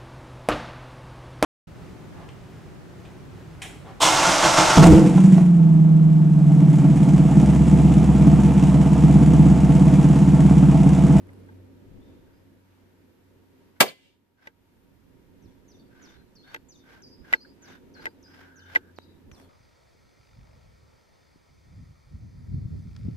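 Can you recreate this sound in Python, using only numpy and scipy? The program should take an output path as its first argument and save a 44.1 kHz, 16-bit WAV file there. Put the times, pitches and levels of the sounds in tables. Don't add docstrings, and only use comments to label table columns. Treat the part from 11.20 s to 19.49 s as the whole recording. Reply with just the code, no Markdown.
import sys
import numpy as np
from scipy import signal
from scipy.fft import rfft, irfft, next_fast_len
from scipy.io import wavfile
from scipy.ndimage import uniform_filter1d, minimum_filter1d, map_coordinates

SR = 44100
rng = np.random.default_rng(int(sys.argv[2]) if len(sys.argv) > 2 else 0)


def file_out(sig):
    cols = np.atleast_2d(sig).T
    lim = np.clip(cols, -1, 1)
    pcm = np.round(lim * 32767).astype(np.int16)
    wavfile.write(sys.argv[1], SR, pcm)


N = 365588
TIME = np.arange(N) / SR
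AGE = np.arange(SR // 2) / SR


def amp(db):
    return 10 ** (np.asarray(db) / 20)


def unit_rms(x):
    return x / np.sqrt(np.mean(x ** 2) + 1e-20)


def decay(t, t60_s):
    return np.exp(-np.log(1000) * t / t60_s)


def swell(peak_s, half_s, t=TIME):
    return np.exp(-((t - peak_s) / half_s) ** 2)


def stroke(peak_s, rise_s, fall_s):
    return np.interp(TIME, [peak_s - rise_s, peak_s, peak_s + fall_s], [0, 1, 0])


def at_hz(points, hz):
    knots_hz, values = np.transpose(points)
    return np.interp(np.log(hz + 1), np.log(knots_hz + 1), values)


def curves(rows, t=TIME):
    knots_s, *columns = np.transpose(rows)
    return [np.interp(t, knots_s, column) for column in columns]


def wobble(rate_hz):
    knots = rng.standard_normal(int(N * rate_hz / SR) + 4)
    return map_coordinates(knots, [TIME * rate_hz])


def filtered(x, response):
    size = x.shape[-1]
    padded = next_fast_len(size + SR // 4)
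    hz = np.fft.rfftfreq(padded, 1 / SR)
    return irfft(rfft(x, padded) * response(hz), padded)[..., :size]


def add(track, start_s, sound):
    part = track[:, round(start_s * SR):][:, :sound.shape[-1]]
    part += sound[..., :part.shape[1]]


# f/Hz, correlation
PORT_CORRELATION = [(60, 0.56), (180, 0.3), (530, 0.27), (1590, 0.13), (4750, 0), (14200, 0.02)]
def noise(spectrum, size=N):
    def mid_side_gains(hz):
        angle = np.arccos(at_hz(PORT_CORRELATION, hz)) / 2
        return amp(at_hz(spectrum, hz)) * [np.cos(angle), np.sin(angle)]
    mid, side = filtered(rng.standard_normal((2, size)), mid_side_gains)
    return unit_rms(np.array([mid + side, mid - side]))


def burst(spectrum, t60_points):
    hz, t, bins = signal.stft(noise(spectrum, size=len(AGE)), SR, nperseg=256)
    damped = bins * decay(t, at_hz(t60_points, hz)[:, None])
    return signal.istft(damped, SR, nperseg=256)[1][:, :len(AGE)]


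# f/Hz, density/dB
HISS_SPECTRUM = [(1000, -4.5), (6000, -4), (9500, -3), (13000, 6), (14500, -2.5)]
def hiss(level_db=-77):
    return amp(level_db) * noise(HISS_SPECTRUM)


# t/s, level/dB
TRAFFIC_LEVELS = [
    [(0.0, -52), (0.17, -51), (0.49, -56), (0.89, -53.5), (1.52, -62), (2.5, -60.5)],
    [(3.6, -64), (4.59, -58), (5.57, -61), (6.64, -54), (7.54, -59.5), (8.29, -57)],
]
# f/Hz, density/dB
RUMBLE_SPECTRUM = [(20, -21.5), (55, -11), (90, -10.5), (130, -10.5), (190, -7), (235, -7), (272, 0),
                   (305, -10.5), (350, -6), (430, -12.5), (520, -14), (800, -31.5), (1200, -60.5)]
# f/Hz, density/dB
AIR_SPECTRUM = [(300, -10), (650, -4.5), (870, -2), (935, 5.5), (1020, -5), (1700, -5), (3000, -10.5),
                (6000, -18), (14000, -29.5)]
def traffic(rumble_gain_db=2, left_db=-2, air_db=-68.5, air_tracking=0.37):
    level_db, = curves(np.vstack(TRAFFIC_LEVELS))
    balance = amp([[left_db], [0]])
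    rumble = amp(level_db + rumble_gain_db + 1.4 * wobble(14)) * balance * noise(RUMBLE_SPECTRUM)
    air_swing_db = air_tracking * (level_db - level_db.mean()) + 0.5 * wobble(7.8)
    return rumble + amp(air_db + air_swing_db) * noise(AIR_SPECTRUM)


# t/s, level/dB
ENGINE_LEVELS = [
    [(0.0, -50), (0.36, -48.5), (0.93, -61.5), (2.5, -65.5)],
    [(3.6, -73.5), (6.56, -70), (7.41, -59.5), (8.29, -60.5)],
]
ENGINE_HARMONICS = [3.5, -11.5, -12]
def engine(gain_db=-2, start_hz=95.7, sag_hz_per_s=0.8, waver=0.0074, flutter_db=2.3):
    firing_hz = (start_hz - sag_hz_per_s * TIME) * (1 + waver * wobble(5.2))
    phase = 2 * np.pi * np.cumsum(firing_hz) / SR
    hum = sum(amp(db) * np.sin(order * phase) for order, db in enumerate(ENGINE_HARMONICS, 1))
    level_db, = curves(np.vstack(ENGINE_LEVELS))
    return amp(level_db + gain_db + flutter_db * wobble(12)) * hum


# t/s, half width/s, level/dB, left minus right/dB
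WIND_GUSTS = [(0.752, 0.065, -56, 14), (1.05, 0.24, -60, 11), (4.26, 0.031, -54, -6.5),
              (4.6, 1.3, -64.5, -15), (4.984, .04, -59.5, -16), (6.014, 0.026, -57, -19),
              (7.961, 0.015, -51.5, -12), (8.093, 0.044, -47, -5.5)]
# f/Hz, density/dB
WIND_SPECTRUM = [(20, -7), (60, -2), (150, -6), (300, -11), (500, -25), (2000, -90.5)]
def breeze(lumps_db=2.5):
    force = sum(swell(s, half_s) * amp([[db + pan_db / 2], [db - pan_db / 2]])
                for s, half_s, db, pan_db in WIND_GUSTS)
    return force * amp(lumps_db * wobble(5.9)) * noise(WIND_SPECTRUM)


# delay/s, spread/s, level/dB
WALL_ECHOES = [(0.069, 0.033, -2), (.28, .075, -7)]
# f/Hz, density/dB
YARD_SPECTRUM = [(100, -5), (1000, -5), (1700, -4), (3100, 0.5), (3900, -1.5), (4500, -5), (5400, -3.5),
                 (7000, -3.5), (14000, -5)]
# f/Hz, t60/s
YARD_T60 = [(150, 1), (1000, 0.28), (3000, 0.6), (6000, .55), (13000, .4)]
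def yard(x, diffuse_db=-15):
    clusters = sum(amp(db) * swell(delay_s, spread_s, AGE) for delay_s, spread_s, db in WALL_ECHOES)
    tail = burst(YARD_SPECTRUM, YARD_T60) * (amp(diffuse_db) + clusters)
    return signal.fftconvolve(x, tail / np.linalg.norm(tail[0]), axes=1)[:, :N]


# t/s, pitch ratio, level/dB
SLUR_SHAPE = [(0, 0.99, 3), (.012, .83, 3), (.033, .77, 4), (.043, .61, 3), (.055, .51, -6.5),
              (.085, .47, 1)]
# t/s, start f/Hz, level/dB
BIRD_SLURS = [(4.218, 7110, -70.5), (4.477, 7450, -62), (4.817, 7400, -58), (5.482, 7670, -56.5),
              (6.417, 7490, -57.5), (7.355, 7300, -60.5), (8.11, 7060, -60.5)]
def slurs():
    ratio, shape_db = curves(SLUR_SHAPE, AGE[AGE < SLUR_SHAPE[-1][0]])
    return [(s, hz * ratio, db + shape_db) for s, hz, db in BIRD_SLURS]


# t/s, held f/Hz, level/dB
BIRD_HOOKS = [(5.152, 4250, -55), (5.819, 4850, -50.5), (6.142, 4210, -53), (6.737, 4160, -55),
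              (7.025, 4940, -55.5), (7.759, 3890, -58)]
def hooks(top_hz=7500, drop_s=0.0058, length_s=0.067, fade_db=4):
    t = AGE[AGE < length_s]
    for s, held_hz, db in BIRD_HOOKS:
        pitch_hz = held_hz + (top_hz - held_hz) * np.exp(-t / drop_s)
        yield s, pitch_hz, db + fade_db * (0.5 - t / length_s)


# t/s, length/s, f/Hz, level/dB
BIRD_NOTES = [(.81, 0.1, 3620, -74), (.97, 0.055, 3650, -80), (1.126, .08, 4980, -78),
              (4.594, 0.018, 4710, -60), (4.939, 0.072, 4150, -67), (5.228, 0.033, 3620, -60),
              (5.266, .045, 4420, -59), (5.918, 0.035, 5060, -54), (6.204, 0.035, 4895, -51),
              (6.804, 0.034, 4900, -58), (7.11, 0.043, 5120, -62), (7.393, .05, 3070, -63.5),
              (7.46, 0.035, 3750, -65), (7.818, .025, 4870, -62), (7.883, .04, 3930, -66),
              (8.216, .035, 4400, -66)]
def notes(scoop_depth=0.11, scoop_s=0.00654, fade_db=3):
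    for s, length_s, hz, db in BIRD_NOTES:
        t = AGE[AGE < length_s]
        pitch_hz = hz * (1 - scoop_depth * np.exp(-t / scoop_s))
        yield s, pitch_hz, db + fade_db * (0.5 - t / length_s)


def bird(waver=0.0179, direct_db=-6, scattered_db=-4.5, scatter_t60_s=0.073):
    direct = np.zeros((2, N))
    warble = 1 + waver * wobble(200)
    for s, hz, db in [*slurs(), *hooks(), *notes()]:
        cycles = np.cumsum(hz * np.interp(s + AGE[:len(hz)], TIME, warble)) / SR
        whistle = np.sin(2 * np.pi * (cycles + rng.random((2, 1)) / 2))
        add(direct, s, amp(db) * signal.windows.tukey(len(hz), 0.15) * whistle)
    paths = rng.standard_normal((2, len(AGE))) * decay(AGE, scatter_t60_s)
    scattered = signal.fftconvolve(direct, paths / np.linalg.norm(paths[0]), axes=1)[:, :N]
    return amp(direct_db) * direct + amp(scattered_db) * scattered


# t/s, half width/s, level/dB
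GRIP_SHIFTS = [(0.16, 0.19, 7.5), (8.193, 0.064, 16.5)]
# f/Hz, density/dB
SKIN_SPECTRUM = [(300, 14), (1200, 8.5), (3000, -8), (6000, -12), (9000, -5.5), (14000, -14)]
def rustle(gain_db=-71, grit_db=4):
    pressure = sum(amp(db) * swell(s, half_s) for s, half_s, db in GRIP_SHIFTS)
    friction = unit_rms(amp(grit_db * wobble(350)) * noise(SKIN_SPECTRUM))
    return amp(gain_db) * pressure * friction


# t/s, level/dB
HOUSING_TAPS = [(7.787, -21.5)]
def housing_tap(width_s=0.00025, left_db=-14):
    out = np.zeros((2, N))
    u = AGE / width_s
    pulse = 2 * u * (u - 2) * np.exp(-u)
    for s, db in HOUSING_TAPS:
        add(out, s, amp(db) * amp([[left_db], [0]]) * pulse)
    return out


# peak t/s, level/dB
LINKAGE_PUSHES = [(3.263, -54.5), (5.333, -52.5), (6.126, -50.5), (6.841, -49.5), (7.54, -50.5)]
# peak t/s, half length/s, level/dB
LINKAGE_SLIDES = [(1.7, 0.62, -80), (2.568, 0.021, -66), (4.869, .17, -58), (5.73, .1, -54.5),
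                  (6.502, .09, -51.5), (7.193, 0.15, -55)]
# peak t/s, half length/s, level/dB
GUIDE_CATCHES = [(1.105, 0.055, -71.5), (6.254, .009, -51.5), (7.415, 0.25, -57), (7.679, 0.049, -61)]
# f/Hz, density/dB
SCRAPE_SPECTRUM = [(300, -5), (800, -2), (1200, -4.5), (1550, -4.5), (1850, -3.5), (2150, -2.5), (2600, -9),
                   (3050, -8), (4100, -14), (5300, -14.5), (8500, -28.5), (14000, -26)]
def scraping(rise_s=0.095, halt_s=0.049, slow_db=-7, rough_db=2,
             ring_db=-3, guide_hz=1550, guide_width_hz=100):
    moves = [(stroke(s, rise_s, halt_s), db) for s, db in LINKAGE_PUSHES]
    moves += [(stroke(s, half_s, half_s), db) for s, half_s, db in LINKAGE_SLIDES]
    rub = sum(np.sqrt(speed) * amp(db + slow_db * (1 - speed)) for speed, db in moves)
    slip_drive = sum(np.sqrt(speed) * amp(db + ring_db) for speed, db in moves)
    catch_drive = sum(np.sqrt(stroke(s, half_s, half_s)) * amp(db) for s, half_s, db in GUIDE_CATCHES)
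    slips = rng.standard_normal((2, N))
    guide = filtered(slips, lambda hz: (1 + 1j * (hz - guide_hz) / guide_width_hz) ** -2)
    ring = np.hypot(slip_drive, catch_drive) * unit_rms(guide)
    roughness = unit_rms(amp(rough_db * wobble(140)))
    return roughness * (rub * noise(SCRAPE_SPECTRUM) + ring)


def ringing(modes, rise_s, right_lag_s=0.00028):
    t = np.maximum(AGE - [[0], [right_lag_s]], 0)
    ring = sum(amp(db) * decay(t, t60_s) * np.sin(2 * np.pi * hz * t) for hz, db, t60_s in modes)
    return (1 - np.exp(-t / rise_s)) * ring


# t/s, level/dB, sharpness/dB, panel knock/dB
STOP_HITS = [(0.09, -43.5, -6, -1), (0.288, -50.5, -9, 25), (3.2719, -24.5, 3.5, 6.5),
             (5.3452, -23.5, 5.5, 8), (5.3618, -36, 9.5, 4), (6.1279, -23.5, 12.5, -20),
             (6.1352, 0, -36, -9.5), (6.793, -47, -14, 26.5), (6.8556, -20, 7, -8), (6.8659, -17, -23, 5.5),
             (7.5507, -23, 7, -5), (7.5583, -1, -28, -6.5), (8.115, -52, 18, 0.5), (8.199, -53, 14.5, -3)]
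# f/Hz, level/dB, t60/s
LEVER_MODES = [(1590, -12, 0.03), (1850, -19, 0.0081), (2010, 2.5, 0.016), (2218, -5.5, 0.0077),
               (2810, -22, 0.012)]
# f/Hz, level/dB, t60/s
PANEL_MODES = [(297, -24.5, 0.068), (361.3, -28.5, 0.11), (464, -25, 0.082), (587.2, -25, 0.046),
               (885, -18, 0.051), (1570, -13, 0.041)]
# f/Hz, density/dB
TICK_SPECTRUM = [(200, -6), (600, 7), (1200, 0.5), (2500, 3.5), (4500, -7.5), (7000, -15.5), (10000, -26.5),
                 (14000, -18)]
def clicks(lever_db=8, tick_db=-14, tick_t60_s=0.024, rattle_db=-29, rattle_t60_s=0.058):
    out = np.zeros((2, N))
    lever = amp(lever_db) * ringing(LEVER_MODES, rise_s=0.0039)
    panel = ringing(PANEL_MODES, rise_s=0.0075)
    rattle = amp(rattle_db) * decay(AGE, rattle_t60_s)
    for s, db, sharp_db, knock_db in STOP_HITS:
        tick = amp(tick_db + sharp_db) * decay(AGE, tick_t60_s)
        contact = (tick + rattle) * noise(TICK_SPECTRUM, size=len(AGE))
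        add(out, s, amp(db) * (lever + amp(knock_db) * panel + contact))
    return out


# t/s, f/Hz, level/dB
CLAW_SLIP = [(2.672, 4950, -70), (2.681, 4800, -41), (2.692, 4300, -38), (2.704, 4380, -69)]
def squeak(gain_db=9, waver=0.029):
    hz, db = curves(CLAW_SLIP)
    sliding = (TIME > CLAW_SLIP[0][0]) & (TIME < CLAW_SLIP[-1][0])
    cycles = np.cumsum(hz * (1 + waver * wobble(900))) / SR
    port_cycles = np.array([[0], [0.25]])
    return sliding * amp(db + gain_db) * np.sin(2 * np.pi * (cycles + port_cycles))


# t/s, level/dB
CLAW_BLOWS = [(2.6023, -12), (2.6054, 2), (2.608, 3), (2.6115, -7), (2.623, -10), (2.6295, -18.5),
              (2.662, -26)]
# f/Hz, level/dB, t60/s
STEEL_MODES = [(207, -10, .13), (382, -10, .13), (439, -10, .15), (492, -8, .1), (562, -6, .09),
               (632, -9, .07), (750, -2, .08), (867, -2, .087), (1023, -21, .23), (1138, -6, .07),
               (1618, 0, .06), (2009, -4, .06), (2046, -26, .33), (2259, -4, .06), (2307, -5, .07),
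               (2720, -6, .06), (3056, -10, .11), (3481, -12, .07), (3621, -12, .07), (4230, -11, .07),
               (4500, -30, .27), (4813, -8, .06), (8300, -20, .1), (11950, -16, .085)]
# f/Hz, density/dB
CLANG_SPECTRUM = [(40, -34.5), (90, -20), (180, -3.5), (400, -5), (750, -3), (1300, -2), (1650, -1.5),
                  (2400, -2), (3500, -8), (4700, -10), (6200, -14.5), (8200, -12.5), (10000, -16.5),
                  (14000, -12.5)]
# f/Hz, t60/s
CLANG_T60 = [(150, 0.069), (500, 0.17), (1500, 0.052), (4000, 0.081), (12000, 0.081)]
def snap(ring_db=-16, ring_rise_s=0.001, clang_db=-3, crack_db=-7, crack_t60_s=0.009,
         attack_s=0.00067, low_cut_hz=110):
    out = np.zeros((2, N))
    start_s = CLAW_BLOWS[0][0]
    blows = [(np.maximum(AGE - (s - start_s), 0), amp(db)) for s, db in CLAW_BLOWS]
    for hz, db, t60_s in STEEL_MODES:
        swing = sum(force * decay(age, t60_s) * (1 - np.exp(-age / ring_rise_s)) for age, force in blows)
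        tone = np.sin(2 * np.pi * (hz * AGE + rng.random((2, 1))))
        add(out, start_s, amp(ring_db + db) * swing * tone)
    attack = 1 - np.exp(-AGE / attack_s)
    for s, db in CLAW_BLOWS:
        crack = amp(crack_db) * rng.standard_normal((2, len(AGE))) * decay(AGE, crack_t60_s)
        clang = amp(clang_db) * burst(CLANG_SPECTRUM, CLANG_T60)
        add(out, s, amp(db) * attack * (clang + crack))
    return signal.sosfilt(signal.butter(2, low_cut_hz, "high", fs=SR, output="sos"), out)


def scene(latch_send_db=-26, bird_send_db=-7):
    latch = snap() + squeak()
    song = bird()
    linkage = clicks() + housing_tap() + scraping()
    echoes = yard(amp(latch_send_db) * latch + amp(bird_send_db) * song)
    return latch + linkage + song + echoes + rustle() + traffic() + hiss() + engine() + breeze()


def record(dry, ceiling_db=-6, hold_s=0.57, release_db_per_s=22, top_hz=14750, edge_hz=200):
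    power = np.abs(uniform_filter1d(np.mean(dry ** 2, axis=0), size=128))
    needed_db = np.minimum(ceiling_db - 10 * np.log10(power + 1e-12), 0)
    half_hold = int(hold_s * SR / 2)
    held_db = minimum_filter1d(needed_db, 2 * half_hold + 1, origin=half_hold)
    recovery_db = release_db_per_s * TIME
    gain_db = np.minimum.accumulate(held_db - recovery_db) + recovery_db
    clipped = np.clip(dry * amp(uniform_filter1d(gain_db, size=128)), -1, 1)
    return filtered(clipped, lambda hz: np.clip((top_hz - hz) / edge_hz + 0.5, 0, 1))


dry = scene()
out = record(dry)
file_out(out)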